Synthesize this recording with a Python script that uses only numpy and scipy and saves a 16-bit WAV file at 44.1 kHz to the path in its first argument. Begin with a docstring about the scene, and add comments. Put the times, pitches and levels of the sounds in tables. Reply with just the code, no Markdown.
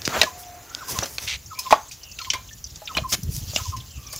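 """A man wades barefoot through the wet mud of a drained riverbed, over a lasting wet hiss and rumbling wind.
From the first step, soles smack and squish (ruptures ringing mud resonances) and air pockets pop (short sines).
A near bird soon starts a phrase of short falling notes, repeated to the end; far birds glide, blurred.
At 1.73 s a cluster of pops overloads the microphone; bubble spurts and steps go on. Nearly mono."""
import sys
import numpy as np
from scipy import signal
from scipy.fft import rfft, irfft, next_fast_len
from scipy.io import wavfile
from scipy.ndimage import uniform_filter1d, map_coordinates

SR = 44100
rng = np.random.default_rng(int(sys.argv[2]) if len(sys.argv) > 2 else 0)


def unload_audio(sound):
    """Save the sound as a 16-bit wav file, at the path given as the first command line argument."""
    columns = np.transpose(np.atleast_2d(sound))
    # keep every value between -1 and 1, then stretch to whole-number steps
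    steps = np.round(np.clip(columns, -1, 1) * 32767)
    wavfile.write(sys.argv[1], SR, steps.astype(np.int16))


N = 184867
TIME = np.arange(N) / SR
TOP_HZ = 15600  # band limit

# resonances of wet mud: slab, air pocket, slit under the sole, spray, fine mist: low_hz, high_hz
MUD_BANDS = [(130, 413), (540, 1650), (2100, 4000), (4700, 6720), (7500, 25700)]


def amp(db):
    """Decibels to gain."""
    return 10 ** (np.asarray(db) / 20)


def unit(x):
    """Scale to rms 1."""
    return x / np.sqrt(np.mean(x ** 2) + 1e-20)


def along(points, hz):
    """(Hz, value) points read on a log frequency axis."""
    f, v = np.transpose(points)
    return np.interp(np.log(hz + 1), np.log(f), v)


def curves(rows):
    """One value per sample for each column after the time."""
    s, *cols = np.transpose(rows)
    return [np.interp(TIME, s, c) for c in cols]


def wobble(rate_hz):
    """Smooth random curve, rate_hz knots a second."""
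    knots = rng.standard_normal(int(N * rate_hz / SR) + 4)
    return map_coordinates(knots, [TIME * rate_hz])


def filtered(x, response):
    """x times a response of frequency."""
    m = next_fast_len(N + SR // 2)
    return irfft(rfft(x, m) * response(np.fft.rfftfreq(m, 1 / SR)), m)[..., :N]


def coloured(x, spectrum):
    """x with a (Hz, dB) colour, at rms 1."""
    return unit(filtered(x, lambda hz: amp(along(spectrum, hz))))


def patchy(x, depth_db):
    """Fleeting brighter and duller patches drift through the colour of x."""
    z = signal.stft(x, nperseg=256)[2]
    field = uniform_filter1d(rng.standard_normal(z.shape), size=4, axis=0)
    field = uniform_filter1d(field, size=9, axis=1)
    return signal.istft(z * amp(depth_db * unit(field)), nperseg=256)[1][:N]


def add(track, s, sound):
    """Mix a sound into the track at time s."""
    part = track[max(round(s * SR), 0):][:len(sound)]
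    part += sound[:len(part)]


def ruptures(size, spread_db):
    """Countless tiny films snapping: mostly weak impulses, a few strong."""
    strength_db = spread_db * np.clip(rng.standard_normal(size), -3, 2.6)
    return rng.standard_normal(size) * amp(strength_db)


def clumps(size, depth_db):
    """Gain of mud letting go in fits, a couple of milliseconds each."""
    fits = unit(uniform_filter1d(rng.standard_normal(size), size=80))
    return amp(depth_db * np.clip(fits, -2, 2))


def mud_levels(db, hz, falloff_db):
    """Level of each resonance, falling away by octaves from the strongest frequency."""
    # how readily each mud resonance speaks: trim_db
    trim_db = [-0.5, -1, -1, 1, -3]
    centre_hz = np.sqrt(np.prod(np.minimum(MUD_BANDS, TOP_HZ), axis=1))
    return db + np.array(trim_db) - falloff_db * np.abs(np.log2(centre_hz / hz))


def through_mud(drive, levels_db, seconds, ripple_db=3, order=3):
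    """The drive (one row per resonance) rings the mud, to each rms level over the given time."""
    out = np.zeros(drive.shape[1])
    gap = np.zeros(rng.integers(SR // 2500, SR // 900))  # the gap under the foot has a new size each time
    gap[0], gap[-1] = 1, -np.tanh(ripple_db * np.log(10) / 20)
    for (low_hz, high_hz), db, row in zip(MUD_BANDS, levels_db, drive):
        edges_hz = [low_hz, min(high_hz, SR / 2 - 500)]
        band = signal.butter(order, edges_hz, "band", fs=SR, output="sos")
        ring = signal.sosfilt(band, signal.lfilter(gap, 1, row))
        out += amp(db) * ring * np.sqrt(seconds * SR / (np.sum(ring ** 2) + 1e-20))
    return out


def smacks():
    """The sole parts from the mud: a crack, then a thinning, fitful burst of ruptures whose treble dies first."""
    # wet films tearing: start_s, t60_s (at 4 kHz), level_db (over 10 ms, before band trims),
    # strongest_hz, falloff_db_per_octave (to both sides)
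    tears = [(0.0183, 0.0074, -36, 4500, 6.5), (0.0518, 0.058, -19, 4620, 16.5),
             (0.0767, 0.002, -25, 1060, 2), (.214, 0.034, -10, 2570, 7), (0.2316, 0.045, -23, 2800, 3),
             (.749, 0.0034, -24, 4200, 15.5), (0.9879, 0.011, -24, 4370, 5), (1.023, 0.052, -19.5, 615, 12),
             (1.032, 0.093, -30, 2000, 2.5), (1.0565, 0.053, -34.5, 7000, 3), (1.1822, 0.025, -26, 2970, 8),
             (1.276, .082, -24.5, 3070, 21), (1.589, 0.1, -18.5, 7850, 15.5),
             (1.664, 0.061, -38.5, 2800, 9), (1.707, 0.15, -19.5, 1760, 4), (1.725, 0.028, -9, 1230, 10),
             (1.738, 0.25, -27, 890, 22), (1.913, 0.17, -34, 6500, 8.5), (2.188, 0.062, -31, 3710, 9.5),
             (2.214, 0.049, -27.5, 4000, 24), (2.246, 0.079, -32.5, 2600, 14),
             (2.3009, 0.075, -13.5, 4200, 23), (2.3337, 0.084, -25.5, 3190, 4.5),
             (2.346, 0.3, -33.5, 1900, 9), (2.758, 0.045, -39, 6000, 10), (2.874, 0.061, -27.5, 2950, 30),
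             (2.95, .04, -40, 1500, 3), (2.968, 0.054, -25.5, 830, 2.5), (2.982, 0.028, -21, 2800, 31),
             (3.1255, 0.053, -20, 4400, 10), (3.234, 0.035, -35.5, 10840, 14),
             (3.365, 0.015, -29.5, 10190, 9.5), (3.5604, .035, -17, 4200, 15),
             (3.572, 0.13, -26.5, 1790, 10), (3.764, 0.15, -36.5, 6500, 6.5), (3.801, 0.19, -48, 3100, 11),
             (4.127, 0.092, -28.5, 9770, 10), (4.13, 0.077, -39, 1000, 9), (4.161, .023, -25, 8300, 20)]
    out, t = np.zeros(N), TIME[:SR // 5]
    life = (np.mean(MUD_BANDS, axis=1, keepdims=True) / 4000) ** -.15
    for s, t60_s, db, hz, falloff_db in tears:
        tearing = ruptures(len(t), spread_db=2.5) * clumps(len(t), depth_db=-0.46)
        onset = 1 - np.exp(-t / (0.0096 * t60_s))
        drive = tearing * amp(-60 * t / (t60_s * life)) * onset
        drive[:, SR // 2000] += 3.5  # crack
        add(out, s, through_mud(drive, mud_levels(db, hz, falloff_db), seconds=1 / 100))
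    return out


def squishes():
    """The foot sinks in: water and air fizz out in a swell of ruptures."""
    # mud squeezed out under a foot: start_s, end_s, level_db (before band trims and the overall trim),
    # strongest_hz, falloff_db_per_octave
    squeezes = [(0.082, 0.123, -32, 805, 4), (0.116, 0.199, -20.5, 1110, 8.5), (0.168, 0.22, -28, 1440, 4),
                (0.374, 0.444, -36.5, 11000, 13), (0.871, 0.942, -25, 10100, 8.5),
                (0.92, 1.003, -33, 11000, 16), (0.887, 0.967, -39, 300, 3),
                (1.036, 1.21, -33.5, 9300, 19.5), (1.177, 1.305, -34.5, 10270, 3.5),
                (1.265, 1.325, -24, 3460, 12), (1.287, 1.37, -26.5, 3110, 11.5),
                (3.082, 3.142, -26, 9200, 12), (3.117, 3.156, -20, 8000, 2.5),
                (3.295, 3.42, -28, 9200, 14.5), (3.581, 3.76, -39, 6740, 8.5)]
    trim_db = -4
    out, t = np.zeros(N), TIME[:SR // 4]
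    for start_s, end_s, db, hz, falloff_db in squeezes:
        length_s = max(end_s - start_s, .01)
        swell = np.abs(np.sin(np.pi * np.clip(t / length_s, 0, 1))) ** 0.9
        grains = ruptures((len(MUD_BANDS), len(t)), spread_db=2.5)
        drive = grains * clumps(len(t), depth_db=2.2) * swell
        levels_db = mud_levels(db, hz, falloff_db)
        # pressed mud rings more broadly
        add(out, start_s, through_mud(drive, levels_db, length_s, ripple_db=-1.5, order=2))
    return patchy(out, depth_db=-0.8) * amp(trim_db)


def pops():
    """An opened air pocket rings briefly, its pitch creeping up as it closes."""
    # bursting cavities: start_s, peak_db (before onset and decay), pitch_hz (initial), t60_s
    cavities = [(0.0774, -14.5, 260, 0.0079), (.168, -16.5, 560, 0.026), (0.189, -31, 160, 0.045),
                (0.2163, -7.5, 2690, 0.017), (.216, -12.5, 1914, 0.05), (.232, -16, 638, 0.048),
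                (0.236, -17, 1706, 0.05), (0.9891, -20, 106, 0.059), (1.031, -18, 5930, 0.049),
                (1.589, -30, 2520, 0.066), (1.7079, -10.5, 1050, 0.027), (1.7259, 3, 641, 0.027),
                (1.7263, 0, 860, 0.042), (1.7307, -1.5, 1060, 0.031), (1.741, -11, 1140, 0.034),
                (1.912, -32, 2467, 0.022), (2.188, -23, 2690, 0.023), (2.217, -27.5, 4270, 0.062),
                (2.3035, -10.5, 3050, 0.023), (2.302, -12.5, 5650, 0.028), (2.341, -20.5, 2105, 0.034),
                (2.346, -35, 2360, 0.18), (2.511, -41, 1780, 0.12), (2.642, -20, 5960, 0.017),
                (2.819, -32.5, 635, 0.05), (2.823, -38.5, 833, 0.12), (2.95, -21.5, 2980, 0.049),
                (2.971, -13.5, 2467, 0.05), (2.976, -13.5, 4080, 0.022), (2.986, -19, 633, 0.036),
                (3.233, -21.5, 5800, 0.0095), (3.535, -31.5, 590, 0.034), (3.562, -12, 2840, 0.028),
                (3.5615, -17, 630, 0.021), (3.562, -22, 223, 0.022)]
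    out, t = np.zeros(N), TIME[:SR // 6]
    for s, db, hz, t60_s in cavities:
        pitch_hz = hz * (1 + 0.01 * np.minimum(t / t60_s, 1))
        envelope = amp(db - 60 * t / t60_s) * (1 - np.exp(-t / 0.000086))
        flow = envelope * np.sin(2 * np.pi * np.cumsum(pitch_hz) / SR)
        # a small mouth radiates the change of its flow
        add(out, s, np.gradient(flow) / np.sin(2 * np.pi * hz / SR))
    return out


def bubble(db, hz, size):
    """A tiny bubble ticks as a decaying sine with a soft start; larger ones sound lower."""
    t60_s, rise_s, pitch_spread = 0.0086, 0.0009, 0.11
    t = TIME[:SR // 30]
    ring = amp(db - 60 * t / t60_s) * (1 - np.exp(-t / rise_s))
    pitch_hz = hz * np.exp(-pitch_spread * np.clip(size, -2, 2))
    return ring * np.sin(2 * np.pi * pitch_hz * t)


def spurts(count=10):
    """A footprint lets out a quick, slowing string of bubbles."""
    # bubble strings: start_s, peak_db (each bubble, before onset and decay), pitch_hz (middle size)
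    strings = [(.433, -38.5, 3230), (.695, -29.5, 6160), (1.459, -30, 5900), (1.884, -31, 6830),
               (2.032, -27, 5250), (2.114, -27, 5600), (2.475, -35, 6450), (2.488, -33, 3350),
               (2.53, -29, 6260), (2.643, -23, 5900), (2.664, -30, 5400), (2.702, -31.5, 5450),
               (2.854, -27.5, 5800), (3.766, -36, 2980), (3.802, -30, 3530), (3.879, -44, 4800),
               (3.905, -34.5, 4900), (4.066, -26.5, 5600)]
    spurt_s = 0.011
    out = np.zeros(N)
    for s, db, hz in strings:
        delays_s = spurt_s * ((np.arange(count) + rng.random(count)) / count) ** 1.3
        for delay_s, size in zip(delays_s, rng.standard_normal(count)):
            add(out, s + delay_s, bubble(db, hz, size))
    return out


def near_bird():
    """One phrase, over and over: short, slightly hoarse notes, each sliding down, with a weak octave."""
    # notes of the phrase: before_last_s, level_db (relative to the call), pitch_hz (mid-note), length_s
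    phrase = [(.152, -7, 1305, 0.023), (.139, -8, 1040, 0.014), (.081, -5, 1020, 0.022),
              (.015, -13, 1200, 0.017), (0.0016, 0.5, 1042, .027)]
    # calls: last_note_s, level_db
    calls = [(0.279, -27.5), (0.972, -28), (1.673, -27.5), (2.36, -27.5), (3.056, -26), (3.745, -27)]
    out, t = np.zeros(N), np.arange(-SR // 20, SR // 20) / SR
    notes = [(call_s - before_s, call_db + note_db, hz, length_s)
             for call_s, call_db in calls
             for before_s, note_db, hz, length_s in phrase]
    wavers = wobble(400)[:len(notes) * len(t)].reshape(len(notes), -1)
    for (s, db, hz, length_s), waver in zip(notes, wavers):
        pitch_hz = hz * (1 - .085 * np.tanh(1.2 * t / length_s) + .032 * waver)
        phase = 2 * np.pi * np.cumsum(pitch_hz) / SR
        tone = np.sin(phase) + amp(-45) * np.sin(2 * phase)
        add(out, s + t[0], amp(db) * np.exp(-(2 * t / length_s) ** 2) * tone)
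    return out * amp(wobble(210))


def far_birds():
    """Long gliding whistles and hoots, blurred and broken up by scattering on their way."""
    # calls: start_s, end_s, level_db (rms before the swell), first_hz, last_hz, scattered_share (clipped to 0-1)
    whistles = [(0.211, 0.657, -48, 725, 706, 0.3), (0.656, .92, -47.5, 1336, 1616, 0.9),
                (1.544, 1.624, -46, 2300, 2450, 0.6), (2.006, 2.155, -49.5, 3040, 2555, 0.73),
                (3.884, 4.02, -51.5, 3175, 2450, 1.1), (3.958, 4.219, -54.5, 1195, 1130, 0.9),
                (4.04, 4.198, -52, 2466, 2280, 0.56)]
    blur = .17  # haze knot rate as a share of first_hz
    out = np.zeros(N)
    for start_s, end_s, db, first_hz, last_hz, scattered in whistles:
        u = np.clip((TIME - start_s) / (end_s - start_s), 0, 1)
        share = np.clip(scattered, 0, 1)
        phase = 2 * np.pi * np.cumsum(first_hz + (last_hz - first_hz) * u) / SR
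        haze = wobble(blur * first_hz) * np.sin(phase) + wobble(blur * first_hz) * np.cos(phase)
        tone = np.sqrt(2 * (1 - share)) * np.sin(phase) + np.sqrt(share) * haze
        out += amp(db) * (4 * u * (1 - u)) ** 0.7 * tone
    return out


def seep(count=90):
    """Tiny bubbles tick in the footprints at random."""
    out = np.zeros(N)
    times_s = rng.uniform(0, N / SR, count)
    for s, (strength, size) in zip(times_s, rng.standard_normal((count, 2))):
        add(out, s, bubble(-44.5 + 4.5 * min(strength, 1.5), 6100, size))
    return out


def bed():
    """The wet flat murmurs, hisses and fizzes in fine grains; water wells up around each footfall."""
    # swells of welling water: peak_s, murmur_db, hiss_db
    footfalls = [(.19, -37.5, -33.5), (1.0, -37, -36), (1.702, -49, -41.5), (2.259, -58.5, -45),
                 (2.98, -47, -45), (3.582, -47.5, -34), (4.19, -52, -39.5)]
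    # low murmur between the swells, fading after the first second: time_s, level_db
    murmur_floor = [(0, -50), (.8, -51), (1.3, -59), (4.19, -58)]
    # colours of the three layers: freq_hz, level_db (relative)
    murmur_colour = [(150, 3.5), (300, 8), (700, 8.5), (1400, 5), (2200, 5), (4000, -10)]
    hiss_colour = [(900, -38.5), (1700, -35.5), (2600, 6), (4000, 8), (5200, 10.5), (6300, 14),
                   (7300, 12.5), (8200, -3.5), (11000, -54.5)]
    fizz_colour = [(6000, -14), (8000, -8.5), (10500, 4), (13000, 4), (15200, 9.5), (16000, 7.5)]
    well_s, drain_s = 0.14, 0.075  # time constants of rise and fall
    hiss_floor_db, fizz_floor_db = -50.5, -51.5
    fizz_re_hiss_db = -4  # in the swells

    murmur_swell, hiss_swell = np.zeros(N), np.zeros(N)
    for s, murmur_db, hiss_db in footfalls:
        swell = np.exp(-np.maximum((s - TIME) / well_s, (TIME - s) / drain_s))
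        murmur_swell += amp(murmur_db) * swell
        hiss_swell += amp(hiss_db) * swell
    murmur = np.hypot(amp(curves(murmur_floor)[0]), murmur_swell) * amp(wobble(23))
    hiss = np.hypot(amp(hiss_floor_db), hiss_swell) * amp(0.987 * wobble(41))
    fizz = np.hypot(amp(fizz_floor_db), amp(fizz_re_hiss_db) * hiss_swell) * amp(wobble(68))
    return (murmur * coloured(ruptures(N, spread_db=1.5), murmur_colour)
            + hiss * coloured(patchy(ruptures(N, spread_db=6.5), depth_db=3.5), hiss_colour)
            + fizz * coloured(ruptures(N, spread_db=2.5), fizz_colour))


def wind():
    """Wind nudges the microphone: lumpy low-frequency noise with a few single buffets."""
    # rumble: time_s, level_db (before trim_db and the wobble)
    gusts = [(0, -38), (.2, -42), (.6, -49.5), (.85, -47), (.99, -35.5), (1.12, -45.5), (1.35, -42.5),
             (1.9, -47.5), (2.7, -40.5), (2.87, -52), (3.01, -25.5), (3.1, -38), (3.3, -25.5),
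             (3.45, -35.5), (3.8, -36.5), (4.19, -44.5)]
    # rumble colour: freq_hz, level_db (relative)
    rumble_colour = [(15, -34), (30, -15.5), (45, -4), (65, 3), (110, -1.5), (160, -9.5), (250, -17.5),
                     (500, -32), (1200, -65)]
    # single buffets: centre_s, peak_db, freq_hz
    buffets = [(.085, -28.5, 94), (3.025, -23.5, 111), (3.235, -23, 137), (3.351, -29, 140),
               (3.383, -22, 120), (3.497, -26, 89), (3.621, -24, 92), (3.694, -20.5, 80.6)]
    trim_db, buffet_cycles = -4.5, 1.5
    level_db = curves(gusts)[0] + trim_db + 3.4 * wobble(48)
    out = amp(level_db) * coloured(rng.standard_normal(N), rumble_colour)
    for s, db, hz in buffets:
        cycles = (TIME - s) * hz
        out -= amp(db) * np.exp(-(2 * cycles / buffet_cycles) ** 2) * np.cos(2 * np.pi * cycles)
    return out


def side_noise():
    """Faint steady recording noise, different in each channel; coloured Gaussian noise at rms 1."""
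    # noise colour: freq_hz, level_db (relative)
    noise_colour = [(25, -6.5), (60, -9), (130, 0.5), (300, -6), (800, -4.5), (1500, -11), (3000, -8.5),
                    (6000, -11.5), (9000, -18), (15000, -4)]
    return coloured(rng.standard_normal(N), noise_colour)


def bank(x):
    """Thin echo of the embankment: decaying noise after 10 ms, uneven in decay over frequency."""
    # decay of the echo: freq_hz, t60_s
    decay = [(200, 0.083), (1000, 0.23), (3000, 0.22), (8000, 0.11), (16000, 0.9)]
    hz, t, z = signal.stft(rng.standard_normal(SR // 2), SR, nperseg=256)
    fade = amp(-60 * t / along(decay, hz)[:, None])
    tail = signal.istft(z * fade, SR, nperseg=256)[1]
    return signal.fftconvolve(x, np.pad(tail, (SR // 100, 0)) / np.linalg.norm(tail))[:N]


def scene():
    steps = smacks() + squishes() + pops()
    birds = near_bird() + far_birds()
    to_bank = amp(-14.5) * steps + amp(-7.5) * birds
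    mid = steps + birds + bank(to_bank) + seep() + spurts() + bed() + wind()
    side = amp(-55.5) * side_noise() + amp(-29) * bank(to_bank)
    return np.array([mid + side, mid - side])


def record(dry):
    """Clip the loudest pops at full scale, then low-pass steeply at the band limit."""
    return filtered(np.clip(dry, -1, 1), lambda hz: 1 / np.sqrt(1 + (hz / TOP_HZ) ** 200))


dry = scene()
out = record(dry)
unload_audio(out)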